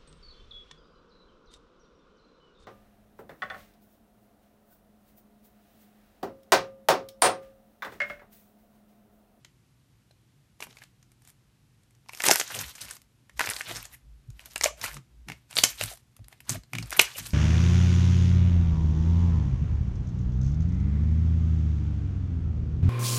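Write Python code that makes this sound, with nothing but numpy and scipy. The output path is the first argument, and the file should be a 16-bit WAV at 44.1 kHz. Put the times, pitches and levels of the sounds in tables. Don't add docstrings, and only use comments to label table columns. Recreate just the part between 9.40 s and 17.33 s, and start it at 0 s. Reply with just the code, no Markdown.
import sys
import numpy as np
from scipy import signal
from scipy.io import wavfile
from scipy.ndimage import uniform_filter1d

SR = 44100
rng = np.random.default_rng(int(sys.argv[2]) if len(sys.argv) > 2 else 0)


def magnitude_from_level(level_db):
    exponent = np.asarray(level_db, float) / 20
    return 10 ** exponent


def wrap_up_sound(samples):
    columns = np.atleast_2d(samples).T
    tamed = np.clip(columns, -1, 1)
    steps = np.round(tamed * 32767).astype(np.int16)
    wavfile.write(sys.argv[1], SR, steps)


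N = 349838

# (pitch [Hz], level [dB])
HUM_COLOUR = [(12, -68), (20, -39), (43, -10), (62, -8), (87, -10.5), (124, 0), (164, -12), (205, -12.5),
              (377, -21.5), (409, -25.5), (587, -28.5), (1930, -31.5), (2690, -31.5), (12700, -39.5),
              (15000, -48)]
# (time [s], level [dB], pitch [Hz])
BLISTERS = [(0.048, -42.5, 3200), (0.711, -57, 4000), (1.2695, -42, 870), (1.3284, -48, 3150),
            (1.37, -42, 2150), (1.3864, -46, 4570), (1.4192, -45, 1860), (1.4372, -43.5, 3800),
            (1.628, -52, 6300), (1.7182, -52.5, 8600), (1.82, -55, 9100), (1.8504, -51, 7800),
            (1.8752, -44.5, 8700), (1.9017, -47, 10100), (2.4339, -60, 8000), (2.5085, -57, 8540),
            (2.661, -54.5, 990), (2.6872, -41.5, 5250), (3.382, -39.5, 2390), (3.567, -41.5, 6000),
            (3.6178, -47, 11880), (3.896, -43.5, 1950), (4.9035, -48, 6260), (5.0387, -54, 2420),
            (6.5737, -46, 10940), (6.7658, -46.5, 9900), (6.7923, -53.5, 662), (6.8437, -51.5, 3950),
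            (6.9277, -43, 2020), (7.235, -48.5, 4130), (2.55, -59.5, 6000), (2.728, -49, 8000),
            (2.787, -43, 11000), (2.7995, -35, 9000), (2.856, -31.5, 10960), (4.118, -30.5, 1240),
            (4.185, -43, 11000), (4.2055, -40, 2400), (4.323, -35.5, 6350), (7.459, -43, 8460),
            (7.497, -42, 9000), (7.745, -47, 3200), (7.768, -36, 8000)]
# (time [s], level [dB], pitch [Hz], tearing time [ms])
LARGE_POCKETS = [(1.2248, -27.5, 2460, 4.8), (2.6937, -35.5, 2230, 5.5), (2.8032, -21, 1980, 6.9),
                 (2.8384, -19.5, 1850, 11), (3.0128, -17.5, 2760, 2.7), (3.1022, -32, 1480, 29),
                 (3.9947, -16.5, 1800, 6), (4.0071, -13.5, 1680, 2.6), (4.0128, -16, 1520, 1.8),
                 (4.0731, -20, 2140, 3.4), (4.091, -24, 2320, 3.8), (4.109, -26, 2200, 7.6),
                 (4.3111, -31.5, 3360, 13), (5.1604, -20.5, 2170, 3.5), (5.2113, -20.5, 2010, 4.3),
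                 (5.4404, -22.5, 2120, 5.9), (5.5685, -34.5, 1192, 5.5), (5.886, -30.5, 2300, 4.2),
                 (5.9195, -29.5, 2350, 5.7), (6.1286, -35, 2940, 2.7), (6.4118, -17, 2550, 4.7),
                 (7.1458, -40.5, 2520, 8.9), (7.3342, -22.5, 2500, 4.1), (7.3516, -28, 2700, 9.1),
                 (7.385, -22.5, 2380, 4.9), (7.5186, -30.5, 2080, 6.2), (7.527, -23, 1620, 3.8),
                 (2.7339, -35, 2340, 8), (5.9, -29, 2180, 4.8)]
# (time [s], level [dB], pitch [Hz], tearing time [ms])
SMALL_POCKETS = [(1.2061, -34.5, 5560, 3.2), (2.774, -36, 5440, 5.2), (2.8211, -23.5, 6730, 0.48),
                 (2.8642, -17, 9600, 7), (2.886, -3, 5900, 2.1), (2.906, -13, 6110, 2.7),
                 (2.9118, -2.5, 6204, 5.2), (2.9579, -11, 12420, 2.5), (6.238, -8.5, 2770, 3.2),
                 (2.9988, -15.5, 6330, 11.7), (3.1901, -25, 6330, 12), (3.2836, -41.5, 7810, 2.6),
                 (3.3527, -39, 6610, 15), (3.4899, -40, 11000, 4), (4.0598, -27, 6190, 7.1),
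                 (4.1645, -27.5, 4000, 5.7), (4.2157, -30, 6900, 0.73), (4.4285, -32.5, 12200, 2.8),
                 (4.454, -34.5, 7000, 4.2), (5.0581, -35, 11900, 8.8), (5.2416, -7, 6200, 3.1),
                 (6.1103, -37.5, 8700, 4.2), (6.1787, -17.5, 8310, 5), (6.237, -3.5, 5930, 6.1),
                 (7.0049, -43.5, 11100, 7.7), (7.427, -33.5, 4530, 11.6)]
# (time [s], level [dB], pitch [Hz], tearing time [ms])
RINGING_POCKETS = [(7.5943, -1.5, 2860, 2.7), (2.749, -34.5, 5440, 2.5), (2.894, -12.5, 685.5, 4.9),
                   (2.9346, -18, 10300, 7.7), (3.0776, -32.5, 6370, 5.6), (3.4123, -33, 9260, 20),
                   (3.5013, -42.5, 5130, 4.5), (3.5102, -28.5, 8360, 8.2), (4.041, -26, 1880, 6.3),
                   (4.1, -21, 9150, 8.6), (4.2092, -22, 2170, 3.9), (4.9945, -36, 2300, 2.3),
                   (5.1796, -28, 9350, 2.6), (5.2244, -34.5, 7990, 2.5), (5.237, -14, 5110, 2.2),
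                   (5.4144, -30, 5510, 4.8), (5.5435, -35.5, 8500, 3.8), (7.5975, -0.5, 2425, 2.8),
                   (6.1556, -30, 8720, 7.5), (6.1689, -12, 3730, 7.3), (6.1862, -9, 3900, 6),
                   (6.2502, -24.5, 8950, 2.8), (6.4374, -20.5, 11530, 2.5), (6.4583, -31, 9960, 10.2),
                   (6.536, -38.5, 9740, 6.6), (6.884, -38.5, 10170, 0.84), (7.0935, -23.5, 6400, 13),
                   (7.1054, -25, 11860, 4), (7.5066, -25.5, 9690, 1.1), (7.6135, -16.5, 11700, 8.5)]
# (time [s], level [dB], pitch [Hz])
CRACKS = [(1.2043, -37.5, 2490), (1.4258, -45.5, 1820), (2.8857, -20.5, 930), (2.8962, -21, 1770),
          (3.485, -39, 2840), (4.0494, -30, 1386), (4.4529, -45, 1690), (6.1787, -32.5, 1378),
          (5.2605, -18.5, 2320), (5.4401, -29.5, 1180), (5.515, -35.5, 1910), (6.197, -30, 3510),
          (6.2374, -24.5, 987), (6.5152, -39, 685), (6.926, -49, 730), (7.0046, -43, 2620),
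          (7.1585, -35, 1800), (7.3518, -33.5, 2740),
          (1.2689, -48.5, 12060), (1.439, -48.5, 8550), (1.8832, -55, 9170), (7.0997, -24, 6570),
               (2.734, -39.5, 9320), (2.749, -39.5, 11370), (2.8203, -35.5, 8680), (2.8382, -17, 9050),
               (2.8707, -19, 9500), (2.9209, -14, 12230), (2.9438, -23, 12270), (2.9715, -26, 5120),
               (2.9987, -14, 6600), (3.218, -39, 5200), (3.4193, -35, 4000), (3.5093, -36.5, 7920),
               (3.9944, -23.5, 12070), (7.0945, -17.5, 9000), (4.0907, -27.5, 8620), (4.1358, -27.5, 4000),
               (4.1453, -33, 7490), (4.3706, -32, 5740), (4.5257, -49, 11670), (4.5364, -42.5, 12960),
               (4.9941, -48.5, 11400), (5.1091, -49.5, 12400), (5.1595, -25.5, 8600), (5.2115, -22, 6006),
               (5.2263, -31, 9040), (5.2531, -21, 5430), (5.4613, -29, 6800), (5.5731, -43.5, 5444),
               (6.163, -25.5, 7600), (6.2438, -20, 5980), (6.2503, -18.5, 11760), (6.3775, -42.5, 9470),
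               (6.4042, -38, 4440), (6.4379, -20.5, 7980), (6.505, -38, 10000), (2.8657, -13.5, 9010),
               (7.1055, -22.5, 8230), (7.1308, -35, 6200), (7.4261, -38.5, 8010), (7.8035, -39, 5770),
               (7.8691, -31, 11350), (7.9065, -46.5, 9220)]
# (pitch [Hz], level [dB])
SNAP_COLOUR = [(88, -43), (150, -20.5), (701, -4.5), (1200, -7.5), (2360, -3), (3030, -9.5), (6420, -8.5),
               (13400, -14.5), (15000, -14)]
# (pitch [Hz], time [s])
ECHO_TIME = [(600, 0.16), (1200, 0.16), (3000, 0.21), (7000, 0.21), (13000, 0.14)]
# (time [s], peak level [dB], pitch [Hz], length [ms])
GULPS = [(0.708, -52.5, 603, 5.6), (1.204, -31, 880, 1.6), (2.692, -33.5, 990, 4.7),
         (2.879, -21, 340.5, 6.2), (2.893, -14, 650, 2.6), (2.91, -16.5, 693.5, 7.1),
         (2.912, -14.5, 380.6, 7.7), (3.994, -16.5, 904, 3.7), (4.31, -35, 670, 13), (5.257, -13, 610, 9.6),
         (6.235, -27, 930, 2.1), (6.41, -26.5, 590, 6.8), (6.529, -43, 663, 18), (7.151, -33.5, 650, 13.4),
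         (7.593, -15.5, 402, 5.3), (7.758, -40.5, 560, 8.5)]
# (middle time [s], level [dB], pocket pitch [Hz], length [ms], sharpness of the pocket [ratio])
SQUELCHES = [(1.222, -53, 337, 30, 2.7), (1.31, -53, 3900, 8, 3), (1.422, -49, 1770, 12, 5.9),
             (1.44, -53, 2300, 10, 2.7), (2.925, -26.5, 1580, 30, 3.4), (2.96, -30.5, 1460, 35, 1.4),
             (4.194, -46, 814, 10, 3), (3.146, -33, 2830, 14.8, 2.4), (3.168, -37, 2700, 14, 2.8),
             (3.237, -43, 1900, 14, 3), (3.42, -45, 3600, 28, 1.8), (3.511, -41.5, 1600, 13.4, 5.6),
             (4.28, -48, 3320, 60, 11), (4.31, -44, 350, 53, 1.2), (4.54, -53.5, 1890, 43, 4),
             (4.54, -48, 11500, 48, 1.6), (5.262, -26.5, 2230, 11.5, 4.3), (5.285, -43, 1130, 59, 7.8),
             (5.31, -47.5, 555, 32, 5.4), (5.342, -54, 663, 58, 13), (5.376, -53, 615, 45, 12),
             (5.456, -35, 1450, 13.2, 3.7), (5.464, -33, 2500, 14, 6.6), (6.401, -39.5, 3500, 25, 1.5),
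             (7.175, -48, 269, 30, 3), (3.17, -42.5, 554, 85, 0.76), (7.44, -54, 650, 26, 3),
             (7.568, -33, 1820, 13, 1.4), (7.572, -28, 11800, 20, 1.9), (7.596, -10.5, 6050, 8.3, 0.83),
             (7.596, -11.5, 4100, 7.2, 6.2), (7.612, -27, 5460, 36, 1.3), (7.76, -40.5, 2750, 39, 3.4),
             (7.8, -38.5, 6030, 24, 2.8), (7.863, -41, 3500, 14.4, 1.4), (0.712, -54.5, 4000, 6.9, 11),
             (6.423, -32.5, 2670, 10, 4), (5.165, -39, 1390, 12, 1.4), (7.533, -33, 4970, 17, 0.81),
             (7.15, -42, 12000, 35, 1.5)]
# (middle time [s], peak level [dB], pitch [Hz], length [ms])
SWAYS = [(3.27, -42.5, 65.4, 72), (3.981, -44, 56.3, 98), (4.38, -49, 48.3, 220), (4.721, -44, 54, 230),
         (4.93, -42, 51.8, 150), (5.271, -46.5, 56.8, 350), (5.531, -44, 49.8, 160),
         (5.809, -45, 57.4, 230), (6.2, -49, 64.1, 90), (6.35, -49, 52.7, 110), (6.471, -45.5, 50, 210),
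         (6.84, -48.5, 53.4, 130), (7.19, -44, 54, 95), (7.461, -41.5, 56.2, 220), (7.85, -47.5, 50.1, 180),
         (3.48, -53, 60.9, 127), (4.15, -54.5, 60.2, 120), (4.54, -53.5, 64.8, 87), (5.05, -52.5, 62, 96),
         (5.95, -52.5, 66, 110), (7.06, -60, 66, 180), (7.65, -51, 60, 120)]
# (middle time [s], peak level [dB], pitch [Hz], length [ms], level of the upper tones [dB])
BOOMS = [(2.901, -43, 136, 110, 2), (3.197, -42, 105.2, 148, -4), (3.449, -54, 105.3, 117, -2.5),
         (4.03, -49, 119.7, 75, -9), (4.091, -41, 100.6, 44, -6), (4.342, -44.5, 111.7, 204, -6.5),
         (4.897, -32.5, 116.3, 33, -26.5), (5.441, -45.5, 93.5, 79, -1.5), (5.576, -40.5, 139, 98, -11.5),
         (5.903, -42.5, 133, 79, -0.5), (6.188, -45.5, 117.4, 130, -6), (6.259, -43, 111, 78, -30),
         (6.445, -33.5, 108, 89, -11.5), (6.81, -38, 101, 44.5, -16), (7.118, -31.5, 117, 64, -3.5),
         (7.164, -33, 105.4, 66, -7), (7.351, -33, 117.5, 48, -3), (7.396, -32.5, 109.3, 123, -6),
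         (7.6, -38.5, 126.3, 57, -5), (7.817, -42.5, 102.3, 104, -4.5), (7.901, -44, 112.3, 124, -9),
         (0.985, -54, 137, 75, -22), (1.28, -57, 166.1, 78, -2), (7.271, -60.5, 131.2, 68, -17),
         (7.447, -37, 120, 48, -12)]
# (pitch over the lowest [ratio], level [dB])
UPPER_TONES = [(1.4, 0.5), (1.748, -7.5), (2.3, -5), (3.1, -12)]
# (fullest time [s], level [dB], time to swell 20 dB [ms], time to fade 20 dB [ms])
THICK_FILM = [(1.428, -52, 28, 16), (1.235, -41, 32, 18), (1.3, -59.5, 70, 200), (2.87, -23.5, 36, 105),
              (3.07, -49.5, 95.5, 208.5), (4.005, -36.5, 18, 325.5), (4.31, -37, 95, 175),
              (5.01, -57.5, 32, 260), (5.258, -30.5, 45.5, 36), (5.448, -35, 65, 95.5),
              (5.572, -48, 110, 20), (5.896, -55, 32, 118), (6.115, -51, 29, 205), (6.93, -61, 58, 67),
              (7.152, -38.5, 77, 23), (7.345, -51.5, 25, 301), (7.56, -42, 69, 80), (7.599, -35, 40, 137),
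              (7.76, -50, 87, 82)]
# (fullest time [s], level [dB], time to swell 20 dB [ms], time to fade 20 dB [ms])
THIN_FILM = [(1.881, -60, 79, 49), (2.916, -31, 151, 152), (3.191, -35.5, 183, 161), (3.417, -40.5, 43, 58),
             (3.518, -45, 161, 65), (3.975, -49, 17, 12), (4.18, -50, 202.5, 148), (4.385, -48, 154.5, 71),
             (4.545, -53, 35, 27), (5.13, -54, 202, 120), (6.175, -30.5, 20.5, 81), (6.242, -32, 5.5, 103),
             (6.405, -36.5, 49, 141), (6.53, -45, 198, 38), (7.098, -42, 39, 74), (7.48, -59.5, 198, 102),
             (7.529, -44, 32, 105), (7.8, -38, 120, 55), (7.868, -36.5, 46, 16), (7.925, -46, 98, 100)]
# (pitch [Hz], level [dB])
PEEL_COLOUR = [(150, -45.5), (250, -5.5), (364, -4), (404, -4), (1090, 0.5), (1430, 1.5), (2850, -0.5),
               (11400, -7), (13500, -4), (15000, -30)]


def evened(x):
    return x / np.sqrt(np.mean(x ** 2) + 1e-20)


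def loudest(x):
    return np.sqrt(uniform_filter1d(x ** 2, 44).max())


def read(points, hz):
    f, value = np.transpose(points)
    return np.interp(np.log(hz + 1), np.log(f + 1), value)


def add(mix, s, sound):
    part = mix[round(s * SR):][:len(sound)]
    part += sound[:len(part)]


def colour(x, points, size=2048):
    hz = abs(np.fft.fftfreq(size, 1 / SR))
    log_gain = np.log(magnitude_from_level(read(points, hz)))
    phase = -signal.hilbert(log_gain).imag
    taps = np.fft.ifft(np.exp(log_gain + 1j * phase)).real
    return signal.oaconvolve(x, taps[:size // 2])[:len(x)]


def resonate(x, hz, width_hz):
    r = np.exp(-np.pi * width_hz / SR)
    return 2 * signal.lfilter([1 - r], [1, -r * np.exp(2j * np.pi * hz / SR)], x).real


def hum():
    return magnitude_from_level(-61.5) * evened(colour(rng.standard_normal(N), HUM_COLOUR, size=8192))


def pop(db, hz, snap_db, tear_ms):
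    t = np.arange(-132, 1400) / SR
    tear_s = max(tear_ms, 0.5) / 1000
    fade = 1 / (1 + (t / (0.55 * tear_s)) ** 3) + magnitude_from_level(-17) * np.exp(-t / (2.5 * tear_s))
    strength = np.where(t < 0, 0.45 * np.exp(t / 0.0012), fade)
    strength = strength * (1 + 1.3 * np.exp(-abs(t) / 0.00016))
    rips = rng.standard_normal(len(t))
    rips = rips * abs(rips) ** 0.7
    rip = evened(resonate(rips, hz, 3 * hz)) * strength + 7 * (t == 0)

    pocket = resonate(resonate(rip, hz, hz / 2.1), hz, hz / 2)
    snap = colour(rip, SNAP_COLOUR, size=512)
    wall = evened(resonate(rip, hz / 0.83, hz / 0.5))
    snap += 0.72 * wall * snap.std()

    share = magnitude_from_level(snap_db) ** 2
    both = np.sqrt(1 - share) * evened(pocket) + np.sqrt(share) * evened(snap)
    return t[0], magnitude_from_level(db) * both / loudest(both)


def bursts():
    blisters = [(*row, 5.5) for row in BLISTERS]
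    cracks = [(*row, 0.24) for row in CRACKS]
    kinds = [(LARGE_POCKETS, -1.7), (SMALL_POCKETS, -1.96), (RINGING_POCKETS, -8.5),
             (blisters, -1.5), (cracks, -12)]
    out = np.zeros(N)
    for rows, snap_db in kinds:
        for s, db, hz, tear_ms in rows:
            lead_s, sound = pop(db, hz, snap_db, tear_ms)
            add(out, s + lead_s, sound)
    return out


def room(x):
    gap_s, turns_per_s = 0.0054, 2.1
    at = np.arange(round(gap_s * SR), SR // 2 - 12, 12)
    turn = np.pi * turns_per_s * np.arange(N) / SR
    out = np.zeros(N)
    for k in range(3):
        taps = np.zeros(SR // 2)
        taps[at + rng.integers(0, 12, len(at))] = rng.choice([-1., 1.], len(at))
        hz, t, z = signal.stft(taps, SR, nperseg=128)
        dying = magnitude_from_level(-60 * t / read(ECHO_TIME, hz)[:, None])
        tail = signal.istft(z * dying, SR, nperseg=128)[1]
        share = np.sqrt(2 / 3) * np.cos(turn + k * np.pi / 3)
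        out += signal.oaconvolve(x * share, tail / np.linalg.norm(tail))[:N]
    return out


def gulp(s, db, hz, length_ms):
    u = np.linspace(0, 2, round(2 * max(length_ms, 2) * SR / 1000))
    turns = np.cumsum(hz * (1 + 0.06 * (u - 0.4))) / SR
    swell = np.e * 3 * u * np.exp(-3 * u - u ** 2)
    return s, magnitude_from_level(db) * swell * np.sin(2 * np.pi * turns)


def squelch(s, db, hz, length_ms, sharp):
    u = np.linspace(-1, 1, round(length_ms * SR / 1000))
    air, flutter = rng.standard_normal((2, len(u)))
    width_hz = hz / max(sharp, 1)
    band = resonate(resonate(air, hz, width_hz), hz * 1.038, width_hz)
    ragged = magnitude_from_level(2.5 * evened(uniform_filter1d(flutter, 90)))
    swell = np.cos(np.pi * u / 2) ** 2
    return s - len(u) / SR / 2, magnitude_from_level(db) * evened(band * ragged) * swell


def shake(s, db, hz, length_ms, upper_db=-99):
    t = np.arange(round(1.6 * length_ms * SR / 1000)) / SR

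    def waver():
        start, phase, speed = rng.random(3)
        return 2 * np.pi * start + 0.45 * np.sin(2 * np.pi * (phase + (7 + 9 * speed) * t))

    tone = np.sin(2 * np.pi * hz * t + waver())
    for ratio, tone_db in UPPER_TONES:
        tone += magnitude_from_level(upper_db + tone_db) * np.sin(2 * np.pi * hz * ratio * t + 4 * waver())
    swell = np.hanning(len(t))
    return s - t[-1] / 2, magnitude_from_level(db) * tone * (0.8 * swell ** 2.5 + 0.2 * swell)


def table():
    out = np.zeros(N)
    for row in SWAYS + BOOMS:
        add(out, *shake(*row))
    return out


def pulls(rows):
    t = np.arange(0, N, 32) / SR
    power = np.full(len(t), 1e-12)
    for s, db, swell_ms, fade_ms in rows:
        away = 1000 * np.where(t < s, (s - t) / swell_ms, (t - s) / fade_ms)
        power += magnitude_from_level(db - 20 * away ** 1.55) ** 2
    return np.repeat(power, 32)[:N]


def peel():
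    threads_per_s, spread_db, patch_db, clump_db = 12000, 2.3, 5, 2.1
    thick_tilt_db, thin_tilt_db = 0, 3
    thick, thin = pulls(THICK_FILM), pulls(THIN_FILM)
    tilt_db = (thick_tilt_db * thick + thin_tilt_db * thin) / (thick + thin)

    pitches_hz = np.geomspace(400, 13500, num=9)
    drift = uniform_filter1d(rng.standard_normal((N // 64 + 1, 10)), 16, axis=0)
    drift = drift.repeat(64, axis=0)[:N].T
    when, size, kind, sign = rng.random((4, N))
    ticks = (when < threads_per_s / SR) * np.sign(sign - 0.5)
    ticks = ticks * magnitude_from_level(clump_db * evened(drift[-1]) - spread_db * np.log(size + 0.0037))
    which = (kind * len(pitches_hz)).astype(int)

    grains = np.zeros(N)
    for k, hz in enumerate(pitches_hz):
        snaps = ticks * (which == k) * magnitude_from_level(patch_db * evened(drift[k]))
        ringing = evened(resonate(resonate(snaps, hz, hz / 2), hz, hz))
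        grains += ringing * np.sqrt(hz) * magnitude_from_level(tilt_db * np.log2(hz / 4000))
    grains = colour(grains, PEEL_COLOUR)
    steady = grains / np.sqrt(uniform_filter1d(grains ** 2, 4000))
    return np.sqrt(thick + thin) * steady


def scene():
    slime = bursts() + peel()
    for row in GULPS:
        add(slime, *gulp(*row))
    for row in SQUELCHES:
        add(slime, *squelch(*row))
    no_bass = signal.butter(2, 200, "high", fs=SR, output="sos")
    slime = signal.sosfilt(no_bass, slime)
    return (slime + magnitude_from_level(-13.5) * room(slime) + table() + hum())[None]


def roll_off(x):
    return signal.sosfilt(signal.butter(12, 15140, fs=SR, output="sos"), x)


def record(dry):
    held = np.tanh(dry / 1.2) * 0.98
    low_pass = signal.firwin(201, 14250, window=("kaiser", 6), fs=SR)
    cut = signal.oaconvolve(held, low_pass[None], "same")
    mix = cut + magnitude_from_level(-31) * (held - cut)
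    return roll_off(mix)


dry = scene()
out = record(dry)
wrap_up_sound(out)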